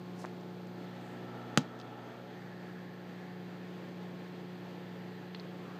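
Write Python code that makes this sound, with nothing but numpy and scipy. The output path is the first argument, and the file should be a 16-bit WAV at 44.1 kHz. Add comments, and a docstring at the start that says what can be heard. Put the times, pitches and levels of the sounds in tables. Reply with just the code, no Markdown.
"""A microwave oven's transformer hums at harmonics of the mains, heard from a phone held at its door.
Sheet metal buzzes with each mains cycle; the cooling fan drones at harmonics of its shaft rate, and its
turbulent air excites the cavity's resonances. The sound changes colour as the phone moves through the
standing waves. One sharp click rings the casing; faint ticks, a brief rub and soft hisses come and go."""
import sys
import numpy as np
from scipy import signal
from scipy.fft import rfft, irfft, next_fast_len
from scipy.io import wavfile
from scipy.ndimage import uniform_filter1d

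SR = 44100
rng = np.random.default_rng(int(sys.argv[2]) if len(sys.argv) > 2 else 0)


def generate_wav(sig):
    """Save sig (samples, or channels by samples) to the path in sys.argv[1] as 16-bit PCM at SR."""
    pcm = np.round(np.clip(np.atleast_2d(sig).T, -1, 1) * 32767).astype(np.int16)
    wavfile.write(sys.argv[1], SR, pcm)


N = 255339
T = np.arange(N) / SR
MAINS_HZ, SHAFT_HZ = 60.0, 48.89


# transformer partials: mains_multiple, level_db, change_at_full_shift_db
HUM_PARTIALS = [(2, -58, 3.5), (3, -48, -9), (4, -64, 9), (5, -67, 0), (6, -56, -3), (7, -65.5, -16),
                (8, -70.5, 1), (9, -67, -1), (10, -83, 0), (11, -72, 7), (13, -85, 7), (14, -67, 3.5),
                (16, -76, -3), (18, -69, -24), (22, -75.5, 13), (30, -78, 12)]
def transformer_hum(shift):
    """Forced vibration: the mains drives the transformer at multiples of its frequency."""
    return standing_tones(HUM_PARTIALS, MAINS_HZ, shift, wander=0.00023, flutter_db=0.88)


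# spectrum of the buzzing sheet metal: frequency_hz, density_db
BUZZ_SPECTRUM = [(500, -20), (1000, 0), (1500, -1), (2400, -4), (3400, -5), (4800, -13), (6100, -17),
                 (8500, -28), (11000, -46)]
def panel_buzz():
    """Periodic excitation: a rattle repeated every mains cycle has a line spectrum far into the treble."""
    cycle = rng.standard_normal(round(SR / MAINS_HZ))
    return undb(-68 + walk(4)) * unit(colour(np.resize(cycle, N), BUZZ_SPECTRUM))


# fan partials: shaft_multiple, level_db, change_at_full_shift_db
DRONE_PARTIALS = [(3, -60, -6), (6, -67.5, 8.5), (9, -62.5, 1), (12, -82, 1), (15, -67.5, 8.5),
                  (18, -71.5, 2), (21, -73, -13)]
def fan_drone(shift):
    """Rotational noise: the fan radiates tones at multiples of its shaft rate."""
    return standing_tones(DRONE_PARTIALS, SHAFT_HZ, shift, wander=0.00242, flutter_db=2.0)


# spectrum of the fan's turbulence: frequency_hz, density_db
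AIR_SPECTRUM = [(30, -39), (60, -16.5), (95, -18.5), (130, -5.5), (280, -3), (400, -6.5), (850, -12),
                (1000, -17.5), (1700, -16.5), (2400, -21), (4800, -31.5), (5300, -34.5), (7500, -38.5),
                (9800, -49.5)]
# resonances of the cavity and vents: centre_hz, width_hz, level_db, change_at_full_shift_db
CAVITY_MODES = [(265, 14, -65.5, 2), (328.8, 21, -62.5, 3.5), (438, 44, -65, 6.5), (550, 67, -64.5, 5.5),
                (787, 205, -65, 11), (1170, 97, -78, 11.5), (1350, 220, -72.5, 15.5), (3360, 180, -80, 9),
                (4110, 370, -73.5, -2), (4680, 190, -76.5, -3), (6300, 270, -86, 4)]
def fan_air(shift):
    """Broadband excitation: turbulent air rings the cavity and rushes through the door's gap."""
    air = undb(-53 + 1.08 * walk(14)) * unit(colour(rng.standard_normal(N), AIR_SPECTRUM))
    for hz, width_hz, db, shifted_db in CAVITY_MODES:
        air += undb(db + shifted_db * shift + 1.1 * walk(11)) * resonant_noise(hz, width_hz)
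    mains_pulsing = 1 + 0.046 * np.sin(2 * np.pi * 2 * MAINS_HZ * T)
    return (air + door_gap()) * mains_pulsing


def door_gap():
    """Directivity: the gap's bright rush yields to its hollow resonance as the phone comes in line."""
    far = 0.5 - 0.5 * np.tanh((T - 0.76) / 0.06)  # falls from 1 to 0 as the phone comes near
    in_line = bell(2.45, rise_s=0.1, fall_s=0.56)
    hollow = undb(-64 + 5.5 * in_line + 1.7 * walk(15)) * resonant_noise(hz=1764, width_hz=260)
    rush_gain = undb(-66 - 6 * in_line + 0.57 * walk(9.6))
    rush = rush_gain * unit(band(rng.standard_normal(N), low_hz=1950, high_hz=3600))
    return undb(-12 * far) * (hollow + rush)


# the click and its rebounds: start_s, level_db, casing_share_db
IMPACTS = [(1.5750, 1.5, 0), (1.5822, -11, -12), (1.5865, -18, -20), (1.6158, -33, -22)]
# spectrum of the hard contact: frequency_hz, density_db
SNAP_SPECTRUM = [(60, -35), (200, 13), (370, -4), (600, -2), (1500, 3.5), (3000, -7), (4400, -20),
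                 (5600, -0.5), (6800, -1), (8500, -11.5), (10000, -19), (14000, -20), (16000, -29)]
# modes of the casing: pitch_hz, level_db, t60_s
CASING_MODES = [(149, -24, 0.085), (210, -21, 0.058), (271, -34.5, 0.15), (460, -32, 0.072),
                (547, -30.5, 0.05), (780, -31, 0.033), (1193, -28, 0.03), (1340, -21.5, 0.015),
                (1810, -36, 0.0064), (2680, -29, 0.021), (3020, -23.5, 0.013), (3430, -36.5, 0.035),
                (3900, -32, 0.017), (4690, -28.5, 0.02), (6380, -30.5, 0.016), (7600, -36, .016)]
# spectrum of the kitchen's reverberation: frequency_hz, density_db
KITCHEN_SPECTRUM = [(60, -20), (140, 12.5), (280, 23.5), (370, -7), (550, 7), (1500, -5), (4000, -5),
                    (7000, -15), (10000, -34), (15000, -32)]
def casing_click():
    """Impulse response: a hard contact and its rebounds excite the casing's damped modes and the room."""
    t = T[:SR // 2]
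    rattle = undb(-21.5) * rng.standard_normal(len(t)) * fade(t, t60=0.017)
    snap = colour(rattle - (t == 0), SNAP_SPECTRUM)
    after_ring = undb(-30) * fade(t, t60=0.19)
    # all modes start with the same inward push, which makes the first spike
    modes = -sum(undb(db) * (fade(t, t60) + after_ring) * np.cos(2 * np.pi * hz * t)
                 for hz, db, t60 in CASING_MODES)
    casing = band(modes, low_hz=116, high_hz=7940)  # thin panels radiate no deep bass
    room = undb(-31.5) * colour(rng.standard_normal(len(t)) * fade(t, t60=0.18), KITCHEN_SPECTRUM)
    out = np.zeros(N)
    for start_s, db, casing_db in IMPACTS:
        add(out, start_s, undb(db) * (snap + room + undb(casing_db) * casing))
    return out


# faint ticks and taps: start_s, peak_db, low_hz, high_hz, t60_s
LIGHT_CONTACTS = [(0.2428, -29, 300, 1140, .001), (0.2498, -27.5, 550, 1730, 0.00069),
                  (0.2583, -41.5, 2500, 6800, .004), (.411, -52, 3960, 7040, 0.0092),
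                  (0.671, -51, 4500, 8050, 0.03), (1.791, -46, 3000, 7400, .008),
                  (1.8, -38.5, 2490, 5750, 0.06), (1.814, -38, 2400, 5160, 0.04),
                  (5.3475, -32, 1000, 3500, 0.025), (5.349, -37.5, 3470, 4460, .03),
                  (5.36, -47, 3600, 4400, 0.035), (5.3975, -38.5, 3800, 4900, .03)]
def ticks():
    """Band-limited transients: each light contact is an impulse with a short decaying scatter."""
    t, out = T[:SR // 10], np.zeros(N)
    for start_s, db, low_hz, high_hz, t60 in LIGHT_CONTACTS:
        scatter = 0.055 * rng.standard_normal(len(t)) * fade(t, t60)
        tick = band((t == 0) + scatter, low_hz, high_hz)
        add(out, start_s, undb(db) * tick / np.abs(tick).max())
    return out


# soft hisses: peak_s, spread_s, centre_hz, width_hz, glide_hz_per_s, level_db
HISS_SWELLS = [(.215, .028, 5540, 3200, -1, -61), (.93, 0.14, 3380, 2200, 0, -73),
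               (1.08, .06, 7500, 1500, 0, -76), (2.32, 0.043, 3330, 600, -9000, -69.5),
               (5.75, 0.14, 1170, 220, -4, -58.5)]
def hiss_swells():
    """Modulated noise: bands of hiss rise and fall; the first is a brief high rub, and one glides down."""
    out = 0
    for peak_s, spread_s, hz, width_hz, glide_hz_per_s, db in HISS_SWELLS:
        analytic = signal.hilbert(resonant_noise(hz, width_hz), next_fast_len(N))[:N]
        glide = np.exp(1j * np.pi * glide_hz_per_s * (T - peak_s) ** 2)
        envelope = undb(db + 1.5 * walk(150)) * bell(peak_s, spread_s, spread_s)
        out += envelope * np.real(analytic * glide)
    return out


def standing_tones(partials, hz, shift, wander, flutter_db):
    """Standing waves: the phone's position sets the level of each harmonic of a slightly wandering rate."""
    phase = 2 * np.pi * np.cumsum(hz * (1 + wander * walk(3))) / SR
    out = 0
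    for multiple, db, shifted_db in partials:
        gain = undb(db + shifted_db * shift + flutter_db * walk(9.1))
        out += gain * np.sqrt(2) * np.sin(multiple * phase + rng.uniform(0, 2 * np.pi))
    return out


def undb(db):
    """Decibels to gain."""
    return 10 ** (np.asarray(db) / 20)


def unit(x):
    """Scale to rms 1."""
    return x / np.sqrt(np.mean(x ** 2))


def walk(rate_hz):
    """Random levels, each held for one period and smoothed twice; rms 1."""
    hold = int(SR / rate_hz)
    held = rng.standard_normal(N)[np.arange(N) // hold]
    return unit(uniform_filter1d(uniform_filter1d(held, hold), hold))


def colour(x, points, size=4096):
    """Minimum-phase filter through (frequency_hz, gain_db) points."""
    hz, db = np.transpose(points)
    grid_hz = np.maximum(np.arange(size // 2 + 1) * SR / size, 1)
    gain = undb(np.interp(np.log(grid_hz), np.log(hz), db))
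    cepstrum = irfft(np.log(gain))
    cepstrum[1:size // 2] *= 2
    cepstrum[size // 2 + 1:] = 0
    return signal.fftconvolve(x, irfft(np.exp(rfft(cepstrum))))[:len(x)]


def resonant_noise(hz, width_hz):
    """White noise passed twice through a resonance, for steep skirts; rms 1."""
    b, a = signal.iirpeak(hz, hz / (width_hz * np.pi / 2), fs=SR)
    return unit(signal.lfilter(b, a, signal.lfilter(b, a, rng.standard_normal(N))))


def band(x, low_hz, high_hz):
    """Steep band-pass."""
    return signal.sosfilt(signal.butter(3, [low_hz, high_hz], "band", fs=SR, output="sos"), x)


def fade(t, t60):
    """Exponential decay by 60 dB in t60 seconds."""
    return np.exp(-np.log(1000) * t / t60)


def bell(peak_s, rise_s, fall_s):
    """A smooth rise to 1 and a smooth fall."""
    return np.exp(-0.5 * ((T - peak_s) / np.where(T < peak_s, rise_s, fall_s)) ** 2)


def add(out, start_s, x):
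    """Mix x into out from start_s."""
    i = round(start_s * SR)
    out[i:i + len(x)] += x[:N - i]


def gain_control(x, threshold_db=-28, cut_db_per_db=0.061, attack_s=0.052):
    """Compression: a peak over the threshold lowers the gain a little, and it recovers steadily."""
    over_db = 20 * np.log10(np.maximum(np.abs(x) / undb(threshold_db), 1))
    release_db = 9 * T  # the held excess falls by 9 dB a second
    held_db = np.maximum.accumulate(over_db + release_db, axis=-1) - release_db
    step = 1 / (attack_s * SR)
    return x * undb(-cut_db_per_db * signal.lfilter([step], [1, step - 1], held_db))


# the phone's path along the door and back: time_s, shift (0 at rest, 1 at full shift), hum_gain_db
PHONE_PATH = [(0, 0, 1.5), (.95, 0.4, 2.5), (1.45, 0.9, 2.5), (1.7, 1, 0.9), (2.15, 0.8, .5),
              (2.42, 0.1, 0.9), (5.79, 0.03, 0.74)]
def scene():
    """Superposition: hum, buzz, fan and small contacts add at the moving phone."""
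    times_s, *columns = np.transpose(PHONE_PATH)
    shift, hum_gain_db = (np.interp(T, times_s, column) for column in columns)
    hum = transformer_hum(shift)
    drone = fan_drone(shift)
    oven = undb(hum_gain_db) * (hum + panel_buzz()) + drone + fan_air(shift)
    return (oven + casing_click() + ticks() + hiss_swells())[None]


def record(dry):
    """Self-noise and band limiting: the phone adds hiss, cuts bass and top, and ducks after the click."""
    hiss = undb(-78.5) * resonant_noise(hz=13800, width_hz=3000)
    bass_cut = signal.butter(3, 85, "high", fs=SR, output="sos")
    top_cut = signal.ellip(10, 0.2, 70, 15400, fs=SR, output="sos")
    return signal.sosfilt(top_cut, gain_control(signal.sosfilt(bass_cut, dry + hiss)))


dry = scene()
out = record(dry)
generate_wav(out)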